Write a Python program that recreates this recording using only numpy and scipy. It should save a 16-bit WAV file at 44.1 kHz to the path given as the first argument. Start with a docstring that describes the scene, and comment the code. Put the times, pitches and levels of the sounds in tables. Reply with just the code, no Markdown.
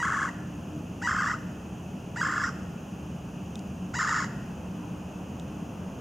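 """A woodpecker on a tree trunk gives four rolling "churr" calls: a short nasal rise, then a fast trill.
Its voice box makes a buzzy tone that rings through throat and bill. Trunk and limbs throw the calls
back and the park answers faintly; the bird ticks on the bark three times.
Behind it, distant traffic rumbles, with a machine hum and a thin steady hiss."""
import sys
import numpy as np
from scipy import signal
from scipy.fft import rfft, irfft, next_fast_len
from scipy.io import wavfile
from scipy.ndimage import map_coordinates

SR = 44100
rng = np.random.default_rng(int(sys.argv[2]) if len(sys.argv) > 2 else 0)


def master_out(mix):
    """Clip the mix to full scale and print it as 16-bit PCM to the path in sys.argv[1]."""
    frames = np.transpose(np.atleast_2d(mix))
    ceiling = np.clip(frames, -1, 1)
    pcm = np.round(ceiling * 32767).astype(np.int16)
    wavfile.write(sys.argv[1], SR, pcm)


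N = 264820
TOP_HZ = 15950  # the highest frequency kept


def amp(db):
    """Turn decibels into a factor to multiply by."""
    return 10 ** (np.asarray(db) / 20)


def unit(x):
    """Scale x to an average (rms) strength of 1."""
    return x / np.sqrt(np.mean(x ** 2) + 1e-20)


def along(points, hz):
    """Read between (frequency, value) rows, on a log frequency scale."""
    f, v = np.transpose(points)
    return np.interp(np.log(hz + 1), np.log(f + 1), v)


def curve(rows):
    """Turn (time, value) rows into one value per sample."""
    return np.interp(np.arange(N) / SR, *np.transpose(rows))


def wobble(rate, size):
    """A smooth curve through rate random values a second."""
    return map_coordinates(rng.standard_normal(size + 4), [np.arange(size) * min(rate / SR, 1)])


def filtered(x, response):
    """Multiply each frequency in x by response(hz)."""
    size = next_fast_len(N + SR // 2)
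    return irfft(rfft(x, size) * response(np.fft.rfftfreq(size, 1 / SR)), size)[..., :N]


def ringing(x, colour):
    """Filter x by colour(hz) so that it rings after each sound, never before."""
    def response(hz):
        cepstrum = irfft(np.log(np.maximum(colour(hz), 1e-6)))
        half = len(cepstrum) // 2
        return np.exp(rfft(np.r_[cepstrum[0], 2 * cepstrum[1:half]], len(cepstrum)))
    return filtered(x, response)


def bump(hz, centre, width):
    """A resonance: a steep-sided peak of height 1."""
    return 1 / (1 + ((hz - centre) / width) ** 2 * 2) ** 2


# how alike left and right sound: (frequency [Hz], likeness [0 to 1])
LIKENESS = [(60, 1), (99, 0.99), (160, 1.0), (270, 0.98), (450, 0.82), (740, 0.82), (1220, 0.59),
            (2010, 0.81), (3330, 0.88), (5500, 1), (9080, 0.77), (15000, 0.1)]
def rush(colour):
    """Stereo noise of strength 1, shaped by colour(hz), nearly mono in the bass."""
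    def shape(hz):
        angle = np.arccos(np.clip(along(LIKENESS, hz), 0, 1)) / 2
        return colour(hz) * [np.cos(angle), np.sin(angle)]
    mid, side = filtered(rng.standard_normal((2, N)), shape)
    return unit(np.array([mid + side, mid - side]))


# how loud engines and tyres are: (time [s], level [dB])
ENGINE_LEVEL = [(0, -39), (1.7, -39.2), (2.6, -37.3), (3.6, -39), (4.8, -37.4), (6, -39)]
TYRE_LEVEL = [(0, -47.2), (3.7, -47.5), (4.8, -46)]
# their mix of low and high: (frequency [Hz], relative level [dB])
ENGINE_COLOUR = [(10, -60), (22, -40), (30, -26), (42, -16.5), (54, -8), (75, 1.5), (100, 1), (135, 2.5),
                 (190, 5.5), (240, 0.5), (290, -5.5), (400, -12.5), (700, -48)]
TYRE_COLOUR = [(200, -7.5), (400, 1.5), (700, 0), (1000, -4.5), (1500, -10.5), (2000, -19.5), (3000, -30),
               (8000, -45)]
def traffic(swell_db=0.6, swells_per_s=3.3):
    """Far engines rumble, swelling at random, over a soft roar of tyres."""
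    engine_db = curve(ENGINE_LEVEL) + swell_db * wobble(swells_per_s, N)
    engines = amp(engine_db) * rush(lambda hz: amp(along(ENGINE_COLOUR, hz)))
    tyres = amp(curve(TYRE_LEVEL)) * rush(lambda hz: amp(along(TYRE_COLOUR, hz)))
    return engines + tyres


# the machine's tones: (pitch [Hz], level [dB], pitch waver [Hz])
HUM_TONES = [(179.3, -45.5, 5.92), (299.6, -50, 4.93)]
def machine_hum(flicker_db=4.0):
    """A distant machine hums two tones that waver in pitch and loudness."""
    out = np.zeros(N)
    for hz, db, waver_hz in HUM_TONES:
        flicker = amp(flicker_db * wobble(12, N))
        phase = 2 * np.pi * np.cumsum(hz + waver_hz * wobble(25, N)) / SR
        out += amp(db) * unit(flicker * np.sin(phase))
    return out


# the tone of the hiss: (frequency [Hz], relative level [dB])
HISS_COLOUR = [(1180, -16), (2000, -24.5), (2130, -15.5), (2510, 0.5), (2620, 2.5), (3060, -2), (3830, -21),
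               (4600, -18), (5190, -11.5), (5610, -15), (5910, -7), (6280, -10), (6620, -3), (6850, -8.5),
               (7350, -18.5), (15200, -22.5), (15900, -30)]
def hiss(level_db=-56):
    """A thin steady hiss, strongest in two whirring bands."""
    return amp(level_db) * rush(lambda hz: amp(along(HISS_COLOUR, hz)))


# the bird's taps: (time [s], relative level [dB])
TAPS = [(3.5553, -30.5), (3.592, -33), (5.3974, -34.2)]
# how the bark rings: (frequency [Hz], boost [dB])
BARK_COLOUR = [(1500, -20), (2500, -6), (3150, 7), (4200, -5), (7500, -3), (10000, -18), (15000, -25)]
def bark_ticks(boost_db=6, rise_s=.00053, fade_s=.009):
    """Each tap is a dry little snap of noise that rings in the bark."""
    out, t = np.zeros(N), np.arange(SR // 20) / SR
    envelope = amp(-60 * t / fade_s) * (1 - np.exp(-t / rise_s))
    for time, db in TAPS:
        snap = envelope * rng.standard_normal(len(t))
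        out[round(time * SR):][:len(t)] += amp(db + boost_db) * snap
    return ringing(out, lambda hz: amp(along(BARK_COLOUR, hz)))


def scattered(x, fade_times, width):
    """A wash of echoes; each (frequency, time) row says how long it takes to fade by 60 dB."""
    hz, t, spectrum = signal.stft(rng.standard_normal((2, SR)), SR, nperseg=256)
    fade = amp(-60 * t / along(fade_times, hz)[:, None])
    mid, side = signal.istft(spectrum * fade, SR, nperseg=256)[1]
    tail = np.array([mid + width * side, mid - width * side])
    return signal.fftconvolve(x[None], tail / np.linalg.norm(tail[0]), axes=1)[:, :N]


# echoes off trunk and limbs: (delay [s], level [dB])
TREE_ECHOES = [(.001525, -9), (.00641, -14)]
# how long the park rings: (frequency [Hz], time to fade by 60 dB [s])
PARK_FADE = [(300, 0.31), (1500, 1), (6000, 1), (12000, 0.75)]
def among_trees(voice, twigs_db=-7, park_db=-14):
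    """The voice is doubled by trunk and limbs, blurred by twigs and answered by the park."""
    def echoes(hz):
        return sum(amp(db) * np.exp(-2j * np.pi * hz * delay) for delay, db in TREE_ECHOES)
    near = filtered(voice, lambda hz: 1 + echoes(hz))
    twigs = scattered(near, [(1500, 0.12), (7000, 0.2)], width=0.47)
    park = scattered(near, PARK_FADE, width=0.41)
    return near + amp(twigs_db) * twigs + amp(park_db) * park


# the rise that opens each call: (time into the call [s], pitch [Hz])
OPENING_RISE = [(0, 610), (.015, 890), (.027, 1005), (.044, 940)]
def pitch(t, start, end, first_crest, spacing, trill_after_s=.058, trough_hz=1030, scatter_hz=55):
    """The voice slides up, sags a little, then rolls in evenly spaced arches that sink at the end."""
    base_s, base_hz = np.transpose(OPENING_RISE + [(trill_after_s, trough_hz)])
    crests = np.arange(first_crest, end, spacing)
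    crest_hz = np.interp(crests, [first_crest, first_crest + .04, end - .048, end],
                         [1660, 1755, 1755, 1400])
    height_hz = crest_hz - trough_hz + scatter_hz * rng.standard_normal(len(crests))
    arches = np.exp(-np.abs((t - crests[:, None]) / .0102) ** 3.8)  # flat-topped, about 20 ms wide
    return np.interp(t - start, base_s, base_hz) + height_hz @ arches


def voice_box(hz, hoarse, beat_hz=590, beat_depth=1.4, fray=.125, nasal_db=3, trough_db=-5):
    """A tone with overtones; when hoarse, a fast beat roughens it and the high ones fray most."""
    size, harmonic = len(hz), np.arange(1, 15)[:, None]
    crest = (hz - hz.min()) / np.ptp(hz)  # 0 at the lowest pitch, 1 at the highest
    beat = np.sin(2 * np.pi * np.cumsum(beat_hz * (1 + 0.15 * wobble(150, size))) / SR)
    flutter = np.array([wobble(800, size) for _ in harmonic]) * fray * harmonic * hoarse
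    overtone_db = nasal_db * (1 - hoarse) * (harmonic > 2)  # the clean voice is rich in overtones
    gain = amp(overtone_db) * (harmonic * hz < TOP_HZ)
    tone = np.sum(gain * np.sin(2 * np.pi * harmonic * np.cumsum(hz) / SR + flutter), axis=0)
    depth = beat_depth * hoarse * crest ** 2  # the beat is deepest at the crests
    slack = np.clip(2 * (1 - crest), 0, 1) ** 2  # the voice slackens between rolls
    return tone * (1 + depth * beat) / (1 + depth * 2 / 3) * amp(trough_db * hoarse * slack)


# how the throat colours the voice: (frequency [Hz], boost [dB])
THROAT_COLOUR = [(500, -39), (820, -1), (1020, -1.5), (1450, 9), (1720, 3.5), (1930, -1), (2150, -11),
                 (2380, -21), (2750, -14), (3300, -24), (3900, -27), (4250, -31), (4600, -25), (7500, -24),
                 (8200, -39), (15000, -49)]
def throat_and_bill(source, tuning, bill):
    """Throat and bill ring, making some frequencies louder than others."""
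    def colour(hz):
        bill_gain = 1 + sum((amp(db) - 1) * bump(hz, centre, width) for centre, width, db in bill)
        return amp(along(THROAT_COLOUR, hz / tuning)) * bill_gain
    return ringing(source, colour)


def churr(call, bill, shimmer_db=2.5, closing_hz=5600):
    """One call: a clean rise, then an ever hoarser trill, sounding through throat and bill."""
    start, end, db, closing_db, tuning, first_crest, spacing = call
    samples = np.arange(max(0, int(start * SR)), int((end + 0.017) * SR))
    t = samples / SR
    hoarse = np.interp(t - start, [.052, .07, .13], [0, .6, 1])
    melody_hz = pitch(t, start, end, first_crest, spacing)
    jitter = .02 * (0.3 + hoarse) * wobble(900, len(t))
    stumble = .058 * hoarse * wobble(160, len(t))
    tone = voice_box(melody_hz * (1 + jitter + stumble), hoarse)
    effort_db = np.interp(t - start, [0, .005, .03, .05, .065], [-28, -13.7, -6.7, -6.7, 0])
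    ending_db = np.interp(t - end, [-.06, -.008, .02], [0, -5, -35])
    source = np.zeros(N)
    source[samples] = tone * amp(db + effort_db + ending_db + shimmer_db * wobble(400, len(t)))
    voice = throat_and_bill(source, tuning, bill)
    bright_db = curve([(end - .13, 0), (end - .03, closing_db)])  # one more resonance opens at the end
    return voice + (amp(bright_db) - 1) * filtered(voice, lambda hz: bump(hz, closing_hz, width=760))


# the calls: (start [s], end [s], relative level [dB], brightening at the end [dB],
# throat tuning [ratio], first crest of the trill [s], time between rolls [s])
CALLS = [(-.028, .299, -26.3, 1, 1.016, .038, .0377), (1.015, 1.354, -26, 3.5, 1.004, 1.083, .0374),
         (2.158, 2.497, -26.5, 14.5, 1.006, 2.221, .0373), (3.936, 4.256, -26, 3, 1.024, 4.001, .0379)]
# the bill's resonances, three for each call: (frequency [Hz], width [Hz], boost [dB])
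BILL_RESONANCES = [
    [(6060, 270, 9.5), (6960, 910, 6.5), (8950, 1300, 10.5)],
    [(5400, 1200, 7.2), (7430, 1200, 8.5), (9400, 600, 4)],
    [(5030, 810, 7.5), (7440, 1500, 9), (9150, 650, 4)],
    [(4900, 1650, 11), (6900, 820, 15), (10500, 600, 9)],
]
def woodpecker():
    """The bird calls four times, and each call echoes among the trees."""
    return sum(among_trees(churr(call, bill)) for call, bill in zip(CALLS, BILL_RESONANCES))


def scene():
    """The bird straight ahead, over the steady background."""
    return woodpecker() + bark_ticks() + traffic() + machine_hum() + hiss()


def record(dry):
    """Cut away the very highest treble."""
    return filtered(dry, lambda hz: hz < TOP_HZ)


dry = scene()
out = record(dry)
master_out(out)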